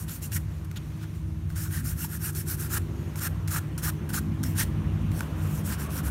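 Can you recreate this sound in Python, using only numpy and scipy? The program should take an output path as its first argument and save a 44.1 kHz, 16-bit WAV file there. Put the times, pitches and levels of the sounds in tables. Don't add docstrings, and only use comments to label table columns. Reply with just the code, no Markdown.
import sys
import numpy as np
from scipy import signal
from scipy.io import wavfile
from scipy.ndimage import uniform_filter1d

SR = 44100
rng = np.random.default_rng(int(sys.argv[2]) if len(sys.argv) > 2 else 0)


def wrap_up_sound(samples):
    columns = np.atleast_2d(samples).T
    tamed = np.clip(columns, -1, 1)
    steps = np.round(tamed * 32767).astype(np.int16)
    wavfile.write(sys.argv[1], SR, steps)


def gain_from_decibels(decibels):
    exponent = np.asarray(decibels, float) / 20
    return 10 ** exponent


N = 269010
T = np.arange(N) / SR


def evened(x):
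    return x / np.sqrt(np.mean(x ** 2) + 1e-20)


def noise():
    return rng.standard_normal(N)


def curve(rows, column):
    rows = np.asarray(rows)
    return np.interp(T, rows[:, 0], rows[:, column])


def wobble(per_s):
    return evened(signal.lfilter([1], [1, -np.exp(-2 * np.pi * per_s / SR)], noise()))


def arch(start, length, top=0.37):
    u = np.clip((T - start) / length, 0, 1)
    phase = np.interp(u, [0, np.clip(top, .05, .95), 1], [0, .5, 1])
    return u, np.sin(np.pi * phase).clip(0, 1)


def resonate(x, hz, width):
    if np.ndim(hz) == 0:
        b, a = signal.iirpeak(hz, hz / width, SR)
        return signal.sosfilt([[*b, *a]] * 2, x)
    turn = np.exp(2j * np.pi * np.cumsum(hz) / SR)
    r = np.exp(-np.pi * width / SR)
    return 2 * (turn * signal.lfilter([(1 - r) ** 2], [1, -2 * r, r * r], x * turn.conj())).real


def body(x, modes, factor=1):
    out = 0
    for k, (hz, width, db) in enumerate(modes):
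        out = out + (-1) ** k * gain_from_decibels(db) * evened(resonate(x, hz * factor, width))
    return evened(out)


def colour(x, points):
    hz, db = np.transpose(points)
    bins_hz = abs(np.fft.fftfreq(4096, 1 / SR)) + 1
    log_gain = np.log(gain_from_decibels(np.interp(np.log(bins_hz), np.log(hz), db)))
    response = np.exp(log_gain - 1j * signal.hilbert(log_gain).imag)
    impulse = np.fft.ifft(response).real[:2048]
    return signal.oaconvolve(x, impulse / np.linalg.norm(impulse))[:N]


def patchy(x, patchy_db, bright_db, size=(4, 24)):
    hz, t, z = signal.stft(x, SR, nperseg=256, noverlap=192)
    field = rng.standard_normal(z.shape[::-1]).T
    field = uniform_filter1d(field, size=size[0], axis=0)
    field = evened(uniform_filter1d(field, size=size[1], axis=1))
    lift_db = np.exp(-((hz[:, None] - 12200) / 2500) ** 2) * np.interp(t, T, bright_db)
    return signal.istft(z * gain_from_decibels(patchy_db * field + lift_db), SR, nperseg=256, noverlap=192)[1][:N]


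def steadied(x, seconds):
    size = round(seconds * SR)
    power = uniform_filter1d(uniform_filter1d(x ** 2, size), size)
    return evened(x / np.sqrt(power + 0.029))


def firings(per_s, jitter, uneven_db):
    turns = np.cumsum(per_s * (1 + jitter * wobble(15))) / SR
    fired = np.diff(np.floor(turns), prepend=0) > 0
    return evened(fired * gain_from_decibels(uneven_db * noise()))


def singing(rows):
    out = np.zeros(N)
    for start, end, hz, width, db in rows:
        swell = np.sin(np.pi * np.clip((T - start) / (end - start), 0, 1))
        out += gain_from_decibels(db) * swell * evened(resonate(noise(), hz, width))
    return out


# time in seconds, level in dB, load from 0 to 1.
ENGINE_LOAD = [(0, -31, 0.16), (.2, -36.5, 0.5), (.36, -31, 0.43), (.58, -33, 0.24), (1.2, -32, 0.28),
               (1.7, -30.5, 0.2), (2.05, -32, 0.66), (2.35, -30.5, 0.18), (2.95, -32.5, 0.6),
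               (3.3, -31.5, 0.43), (3.7, -32.5, 0.45), (3.86, -29.5, 0.32), (4.05, -31, 1),
               (4.75, -27, 0.57), (5.1, -26.5, 0.86), (5.27, -31.5, 0.7), (5.6, -31.5, 0.89),
               (6.1, -28.5, 0.58)]
# time in seconds, firings per second.
IDLE_PACE = [(0.0, 11.5), (1.85, 12.3), (2.58, 11), (3.77, 10.7), (6.1, 10.6)]
# pitch in Hz, width in Hz, level in dB.
BOOM_MODES = [(67.4, 26, -2.5), (96.6, 26, 1.5)]
DRONE_MODES = [(153.14, 20.1, 0)]
BURR_MODES = [(204, 25.1, 8), (256.67, 11.7, -0.5)]
HUM_MODES = [(317.2, 7.5, 1.5), (349, 25.5, -4.5), (414, 18, -14)]
# dB over the level, dB gained at full load, chance swell in dB, blur from 0 to 1.
MODE_ANSWERS = [
    (-1.5, -1.5, 1.67, 0.88),
    (-6, 0.5, 0.64, 0.47),
    (-21.5, 13, 1.7, 0.66),
    (-23, 3, -0.6, 0.75),
]
# start and end in seconds, lift in dB, note in Hz.
LORRIES = [(0.31, 0.397, 3, 290), (0.81, 1.26, 3.5, 320), (1.9, 1.76, 7.5, 219), (1.97, 2.17, 2.5, 210),
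           (2.18, 2.7, 4.5, 320), (2.1, 2.75, 1.5, 153), (2.34, 3.76, 2, 320), (3.1, 4.03, 3, 146),
           (3.3, 4.96, 6.5, 320), (3.67, 3.71, 5, 320), (4.96, 5.08, 5.5, 220), (5.336, 5.73, 6.5, 163),
           (5.1, 5.76, 5.5, 330), (5.98, 6.25, 13, 84.6), (5.27, 5.84, 4.5, 72), (4.3, 5.35, 4, 250),
           (2.7, 2.85, 3, 70), (3.6, 3.1, 4.5, 70), (1.5, 2.07, 2, 68), (0.246, 0.62, 3, 86),
           (4.38, 4.2, 2, 204)]


def engine():
    clear = firings(curve(IDLE_PACE, 1), .06, 1.9)
    out = np.zeros(N)
    sets = [BOOM_MODES, DRONE_MODES, BURR_MODES, HUM_MODES]
    for modes, (db, load_db, swell_db, blur) in zip(sets, MODE_ANSWERS):
        drive = (1 - blur) * clear + blur * noise()
        swell = evened(uniform_filter1d(wobble(2.9), size=3000))
        level_db = curve(ENGINE_LOAD, 1) + db + load_db * curve(ENGINE_LOAD, 2) + swell_db * swell
        for start, end, lift_db, hz in LORRIES:
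            octaves = np.log2(hz / modes[0][0])
            nearness = np.exp(-(octaves / 0.3) ** 2)
            level_db = level_db + nearness * lift_db * arch(start, end - start)[1]
        out += gain_from_decibels(level_db) * steadied(body(drive, modes), 0.073)
    return out


# time in seconds, level in dB.
ROAR_LEVEL = [(0.0, -56.5), (0.97, -58), (2.34, -59.5), (2.68, -54.5), (3.26, -51), (3.94, -51.5),
              (4.76, -49), (5.78, -45.5), (6.1, -46.5)]
# frequency in Hz, dB per Hz.
ROAR_COLOUR = [(180, -35.5), (300, 1.5), (342, -11.5), (390, -9.5), (679, -13), (839, -16.5), (1020, -12.5),
               (2340, -23), (2930, -22.5), (4840, -39), (7000, -49), (9100, -63), (15400, -120)]


def tyre_roar():
    return gain_from_decibels(curve(ROAR_LEVEL, 1) + 2.5) * patchy(colour(noise(), ROAR_COLOUR), 1.7, 0 * T)


# frequency in Hz, dB per Hz.
HISS_COLOUR = [(1500, -4), (2500, -5.5), (2900, -9), (4300, -10.5), (4900, -11.5), (6150, -9.5),
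               (8300, -15), (8900, -10.5), (10400, -15), (12500, -12.5), (14300, -16.5), (16500, -23)]
# start and end in seconds, dB over the hiss.
RUSTLES = [(0.464, 0.647, 3.5), (0.673, 1.245, 3.5), (2.865, 3.297, 3), (5.0, 5.7, 2.5)]


def air():
    level_db = -59.5 + 0.22 * (curve(ROAR_LEVEL, 1) + 60)
    for start, end, db in RUSTLES:
        level_db = level_db + db * arch(start, end - start)[1]
    return gain_from_decibels(level_db) * patchy(colour(noise(), HISS_COLOUR), 1.5, 0 * T)


# start and end in seconds, pitch in Hz, width in
# Hz, level in dB.
FAN_HUM = [(0, 2.6, 316.5, 4, -53)]


def fan():
    return singing(FAN_HUM)


def swing(start, length, top, hiss_db, ring_db, rest_db, full, climb_db, scratch_db):
    slow_ring, slow_scratch = 0.26, 0.13
    plate_with_ring = 0.36
    u, speed = arch(start, length, top)
    rest = gain_from_decibels(min(rest_db - hiss_db, 0) / 2)
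    gain = (1 - (1 - rest) * (1 - speed) ** full) ** 2
    on = (u > 0) * (u < 1) * gain_from_decibels(hiss_db)
    press_db = ring_db + climb_db * (u - .5)
    ring = gain ** (1 - slow_ring) * gain_from_decibels(press_db)
    scratch = gain ** (1 - slow_scratch) * gain_from_decibels(scratch_db + plate_with_ring * (press_db + 9.5))
    return on * np.array([gain, ring, scratch])


# start in seconds, length in seconds, share of the length before top speed,
# bristle hiss in dB, frame ring in dB over the hiss.
SCRUBS = [(-.03, 0.0886, 0.5, -42, -18), (.06, 0.1424, 0.54, -39, -17.5), (.203, 0.087, 0.383, -38, -22),
          (1.542, 0.18, 0.24, -37, -12.5), (1.7, 0.13, 0.39, -36, -8.5), (1.825, 0.1302, 0.44, -37, -13.5),
          (1.955, 0.1216, 0.647, -34, -14), (2.075, 0.11, 0.62, -41, -8.5),
          (2.19, 0.13, 0.61, -33.5, -11.5), (2.323, 0.12, 0.46, -36.5, -15),
          (2.455, 0.11, 0.47, -32.5, -14), (2.565, 0.13, 0.47, -37.5, -9.5), (5.36, 0.12, 0.97, -47.5, -4),
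          (5.46, 0.17, 0.616, -42, -28), (5.63, 0.15, 0.52, -36, -10.5), (5.775, 0.1095, 0.32, -40.5, -7.5),
          (5.885, 0.1315, 0.73, -38, -7.5), (6.025, 0.08, 0.59, -38, -4.5)]
FLICKS = [(.306, 0.082, 0.48, -35, -14.5), (2.69, 0.099, 0.88, -30.5, -8),
          (3.195, 0.089, 0.71, -31.5, -9.5), (3.5, 0.098, 0.56, -30, -8.5), (3.815, 0.094, 0.68, -30, -8),
          (4.125, 0.077, 0.44, -29, -10)]
TOUCHES = [(.644, 0.016, 0.3, -53, -6), (1.0, 0.0592, 0.55, -50, -1), (1.14, 0.056, .3, -57, -11),
           (1.49, 0.078, 0.17, -53, -11.5)]
JABS = [
    (4.545, 0.11, 0.51, -24.5, -11),
    (5.11, 0.17, 0.418, -43, -11),
    (0.3467, 0.038, 0.57, -31, -6),
]
SCRAPES = [(.758, 0.0277, 0.43, -46.5, -5.5), (.08, .045, .4, -55.5, -2.5), (0.118, 0.053, .5, -60, -5),
           (.22, 0.05, .3, -59, -6), (0.317, 0.043, .3, -50, -6)]
# start in seconds, length in seconds, hiss in dB at landing and at the end.
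DRAGS = [(3.158, 0.04, -46.5, -36.5), (3.476, 0.043, -39, -42.5), (3.779, 0.041, -33.5, -54.5),
         (4.091, 0.0402, -36, -53.5), (4.432, 0.11, -38.5, -51.5), (1.56, 1.2, -59, -55),
         (.02, 0.4, -64, -57.5)]


def strokes():
    kinds = [(SCRUBS, dict(rest_db=-62, full=1.16, climb_db=1, scratch_db=-14.5)),
             (FLICKS, dict(rest_db=-60, full=2.53, climb_db=7.5, scratch_db=-15)),
             (TOUCHES, dict(rest_db=-63, full=0.79, climb_db=0.5, scratch_db=-8)),
             (JABS, dict(rest_db=-60, full=0.55, climb_db=5, scratch_db=-11)),
             (SCRAPES, dict(rest_db=-56, full=0.54, climb_db=-5, scratch_db=0.5))]
    power = np.zeros((3, N))
    for rows, kind in kinds:
        for row in rows:
            power += swing(*row, **kind) ** 2
    over_db = np.array([[0], [-10.5], [-12.5]])
    for start, length, land_db, end_db in DRAGS:
        u = (T - start) / length
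        drag_db = land_db + (end_db - land_db) * u.clip(0, 1) + over_db
        power += ((u > 0) * (u < 1) * gain_from_decibels(drag_db)) ** 2
    return uniform_filter1d(np.sqrt(power), size=110, axis=1)


# centre in seconds, half width in seconds,
# hiss gained in dB, ring gained in dB.
CATCHES = [(.072, .008, -4, -3), (.088, .01, 2, 3), (.214, .007, -9, -1), (.226, .008, 0, 0),
           (.312, .006, -8, -5), (.325, .008, -2, 1), (.345, .014, 1.5, -5), (.367, .01, -1.5, -3),
           (.376, .004, -2, -6), (1.551, .007, -6, -3), (1.565, .012, 1.5, 2), (1.665, .015, -0.5, 6),
           (1.69, .012, -2, -3), (1.712, .008, 2, 3), (1.77, .02, 1.5, 1), (1.8, .012, 2.5, 0),
           (1.855, .008, 1.5, 3), (1.885, .012, 1, 1), (1.925, .01, 1, 5), (2.04, .012, -0.5, 2),
           (2.13, .02, 2, 1), (2.17, .012, 4.5, 1), (2.215, .01, 0, 0), (2.295, .012, -1, 2),
           (2.343, .006, -6, -2), (2.36, 0.014, 2, 2.5), (2.41, .01, 1, 2.5), (2.485, .012, 1, 2),
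           (2.55, .012, 3, 2), (2.605, .01, 1, 2), (2.655, .01, -1, 1), (2.715, .012, -1, 1),
           (2.745, .008, 2.5, -2), (2.775, 0.0062, 0.5, 4), (2.787, 0.0057, -8, -8), (3.26, .012, 0, 4),
           (3.565, .01, 0.5, 2), (3.822, .006, -1, -3), (3.87, .015, -1, -1.5), (4.133, .006, -2, 0),
           (4.144, .006, 0, 6), (4.572, .006, -3, -3), (4.615, .008, 0, 2), (4.634, .006, 6, 2),
           (5.658, .01, 5, -2), (5.73, .02, 1, 6.5), (5.765, .01, -6, 0), (5.81, .012, 1, 2),
           (5.99, .015, 0, 2), (6.06, .015, -1, -3.5), (5.78, .015, 3, 4), (5.89, .02, 1, 2)]


def catches():
    rows = np.array(CATCHES)
    coarse = T[::32]
    bumps = np.exp(-((coarse - rows[:, :1]) / np.maximum(rows[:, 1:2], .002)) ** 2)
    hiss_db, ring_db = rows[:, 2:].T @ bumps
    return gain_from_decibels(np.array([np.interp(T, coarse, db) for db in (hiss_db, ring_db, (hiss_db + ring_db) / 2)]))


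# frequency in Hz, dB per Hz.
BRISTLE_COLOUR = [(2400, -19), (4000, -12), (4900, -10), (5400, -3), (6000, -5), (7150, -2.5), (8300, -3.5),
                  (8800, 1), (9700, 1.5), (10500, -0.5), (11700, 4), (14000, 0.5), (15000, -3.5),
                  (16500, -5)]
# pitch in Hz, width in Hz, level in dB.
HOLLOW_MODES = [(787, 320, -8.5), (1450, 520, 7), (1765, 600, 4.5), (2030, 2200, -4)]
PLATE_MODES = [(2720, 2920, 7.5), (3530, 3000, 7.5)]
# time in seconds, centre of the hollow in Hz, lift of the 12 kHz sizzle in dB.
GRIP = [(0, 1490, 0), (.31, 1510, -5.5), (.37, 1590, 0.5), (.65, 1450, 1), (.78, 1560, -3),
        (1.03, 1413, -9), (1.6, 1470, -4), (1.8, 1540, -4), (2.02, 1510, 0), (2.14, 1600, 0),
        (2.38, 1490, -0.52), (2.77, 1450, -2), (3.55, 1510, -4), (4.17, 1505, -5.5), (4.6, 1620, -3.5),
        (5.2, 1470, -3.5), (5.73, 1400, -4.5), (6.1, 1340, 0)]


def brush():
    hiss_gain, ring_gain, plate_gain = strokes() * catches()
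    slip_db = 2.14 * np.minimum(rng.exponential(1, N), 4) + .9 * wobble(37.4)
    slips = evened(noise() * gain_from_decibels(slip_db))
    tufts = evened(noise() * gain_from_decibels(2.6 * wobble(87)))
    hiss = patchy(colour(slips, BRISTLE_COLOUR), 2.3, curve(GRIP, 2), size=(3, 30))
    shift = curve(GRIP, 1) / 1500 * (1 + .045 * uniform_filter1d(wobble(8), size=600))
    ring = steadied(body(tufts, HOLLOW_MODES, shift), 0.085)
    plate = body(slips, PLATE_MODES, shift)
    return hiss_gain * gain_from_decibels(-0.25) * hiss + ring_gain * ring + plate_gain * plate


# start and end in seconds, pitch in Hz, width in Hz, level in dB.
PLATE_SONGS = [(.09, .17, 7100, 700, -51), (.22, .28, 7300, 500, -50), (.225, .27, 2750, 300, -55),
               (.316, .345, 2700, 400, -47), (.352, .38, 2000, 600, -42), (.762, .783, 3500, 900, -46),
               (.764, .782, 6900, 600, -49), (1.72, 1.8, 1800, 300, -49), (2.0, 2.06, 2800, 600, -52),
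               (2.235, 2.27, 2700, 400, -50), (4.44, 4.49, 5500, 400, -48), (4.585, 4.63, 5900, 800, -37),
               (4.59, 4.63, 2100, 500, -40), (5.7, 5.75, 4900, 900, -47), (5.96, 6.0, 5000, 900, -51)]


def plate_songs():
    return singing(PLATE_SONGS)


# time in seconds, # tick in dB, frame ring in dB over the tick, thud in dB over the tick, plate mode
# in Hz.
TAPS = [(0.0943, -25, -7, -39, 8400), (0.2219, -42, -25, -30, 7290), (0.3188, -27, -8, -35, 7100),
        (0.3801, -37, -28, -28, 2900), (0.6479, -56.5, -3.5, -24, 2380), (0.7134, -29, -7, -29.5, 2130),
        (0.7723, -28, -12, -29, 3480), (1.502, -33.5, 2, -27.5, 2120), (2.0445, -42.5, -26, 5.5, 8930),
        (3.1568, -26.5, -4, -17, 2140), (3.476, -22.5, -17, -36.5, 4650), (3.4814, -24, -18, -30.5, 2130),
        (3.778, -25.5, -18.5, -31, 5330), (4.0903, -39.5, -6, -25, 9000), (4.103, -30.5, 6, -18.5, 8540),
        (4.431, -26, -12.5, -28.5, 8812), (4.4368, -19, -3.5, -38.5, 5600), (4.595, -30, -22.5, -31, 8850),
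        (5.1169, -29, -21.5, -24.5, 2120), (5.1925, -26, 1, -24, 8260), (5.2065, -18.5, 4.5, -18.5, 2380),
        (5.2287, -40, 13, -19.5, 2790), (5.906, -32, -15, -20.5, 2682), (5.9781, -27, -21.5, -29, 5430)]
MORE_TAPS = [(1.5585, -30, -10, -30, 6000), (1.7089, -40, -8, -30, 6000), (2.045, -29, -20, -30, 3000),
             (2.3495, -28, -15, -30, 7000), (2.7775, -27, 0, -25, 5500), (3.508, -26, -8, -30, 6500),
             (3.831, -29, -10, -30, 6000), (4.141, -26, -4, -30, 6000), (4.4405, -26, -3, -30, 8500),
             (4.5955, -23, 0, -30, 9000), (5.655, -33, -10, -30, 7500)]


def contacts(rows):
    ticks, rings = np.zeros((2, N))
    t = np.arange(400) / SR
    for s, db, ring_db, thud_db, plate_hz in rows:
        first = round(s * SR)
        crackle = rng.standard_normal(400) * (1 - np.exp(-t / 0.00058)) * np.exp(-t / 0.0015)
        ticks[first:][:400] += gain_from_decibels(db) * crackle
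        push = abs(crackle) * np.exp(-t / .00006)
        modes = [(1500, .0007, ring_db - 10.0), (910, .0018, thud_db + 0.27), (plate_hz, .0003, -11)]
        for hz, decay_s, over_db in modes:
            ring = np.convolve(push, np.sin(2 * np.pi * hz * t) * t * np.exp(-t / (1.67 * decay_s)))
            rings[first:][:799] += gain_from_decibels(db + over_db) * ring / abs(ring).max()
    tick_colour = [(2000, -23.5), (3500, 0.5), (5500, 3), (9000, 0), (12000, 1), (16000, -7)]  # (Hz, dB)
    return gain_from_decibels(-5.5) * colour(ticks, tick_colour) + rings


# start and end in seconds, pitch in Hz, width in Hz, level in dB.
SQUEALS = [
    (1.2, 1.34, 9300, 200, -72),
    (2.9, 3.162, 6700, 250, -67),
    (2.9, 3.4, 12600, 1270, -66.5),
    (3.91, 4.08, 6180, 333, -67),
    (5.82, 5.92, 1120, 54, -47),
    (5.795, 5.88, 1270, 100, -49),
    (5.605, 5.953, 382.5, 27, -48),
]


def squeals():
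    return singing(SQUEALS)


# time in seconds, firings per second, level in dB.
BIKE_PASS = [(2.1, 24.3, -62), (2.3, 24.3, -52), (2.55, 24.15, -48), (2.8, 24.1, -43), (3.08, 24.05, -43.5),
             (3.17, 24, -60), (3.3, 24, -80)]
# pitch in Hz, width in Hz, level in dB.
BIKE_PIPE = [(245.3, 24.4, 3.5), (339, 24, 4), (397, 21, -1.5), (491.4, 14.7, -10)]


def motorbike():
    return gain_from_decibels(curve(BIKE_PASS, 2)) * body(firings(curve(BIKE_PASS, 1), 0.0027, 1.0), BIKE_PIPE)


def room(x, t60=0.34):
    t = np.arange(SR // 3) / SR
    sparse = rng.choice([-1., 1.], len(t)) * (rng.random(len(t)) < .08)
    tail = sparse * gain_from_decibels(-60 * t / t60) * (t > .003)
    return signal.oaconvolve(x, tail / np.linalg.norm(tail))[:N]


def scene():
    near = brush() + contacts(TAPS)
    street = engine() + tyre_roar() + air() + squeals() + motorbike()
    return (near + gain_from_decibels(-18.5) * room(near) + street + fan() + plate_songs() + contacts(MORE_TAPS))[None]


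def band_limit(x):
    return signal.sosfilt(signal.butter(12, 16910, fs=SR, output="sos"), x)


# frequency in Hz, width in Hz, share removed.
PORT_DIPS = [(4970, 280, .32), (10400, 450, 0.3)]


def record(dry):
    for hz, width, share in PORT_DIPS:
        dry = dry - share * signal.lfilter(*signal.iirpeak(hz, hz / width, SR), dry)
    bass_cut = signal.butter(4, 42, "high", fs=SR, output="sos")
    edge = signal.firwin(401, 15770, window=("kaiser", 7), fs=SR)
    mix = signal.oaconvolve(signal.sosfilt(bass_cut, dry), edge[None], "same")
    return band_limit(mix)


dry = scene()
out = record(dry)
wrap_up_sound(out)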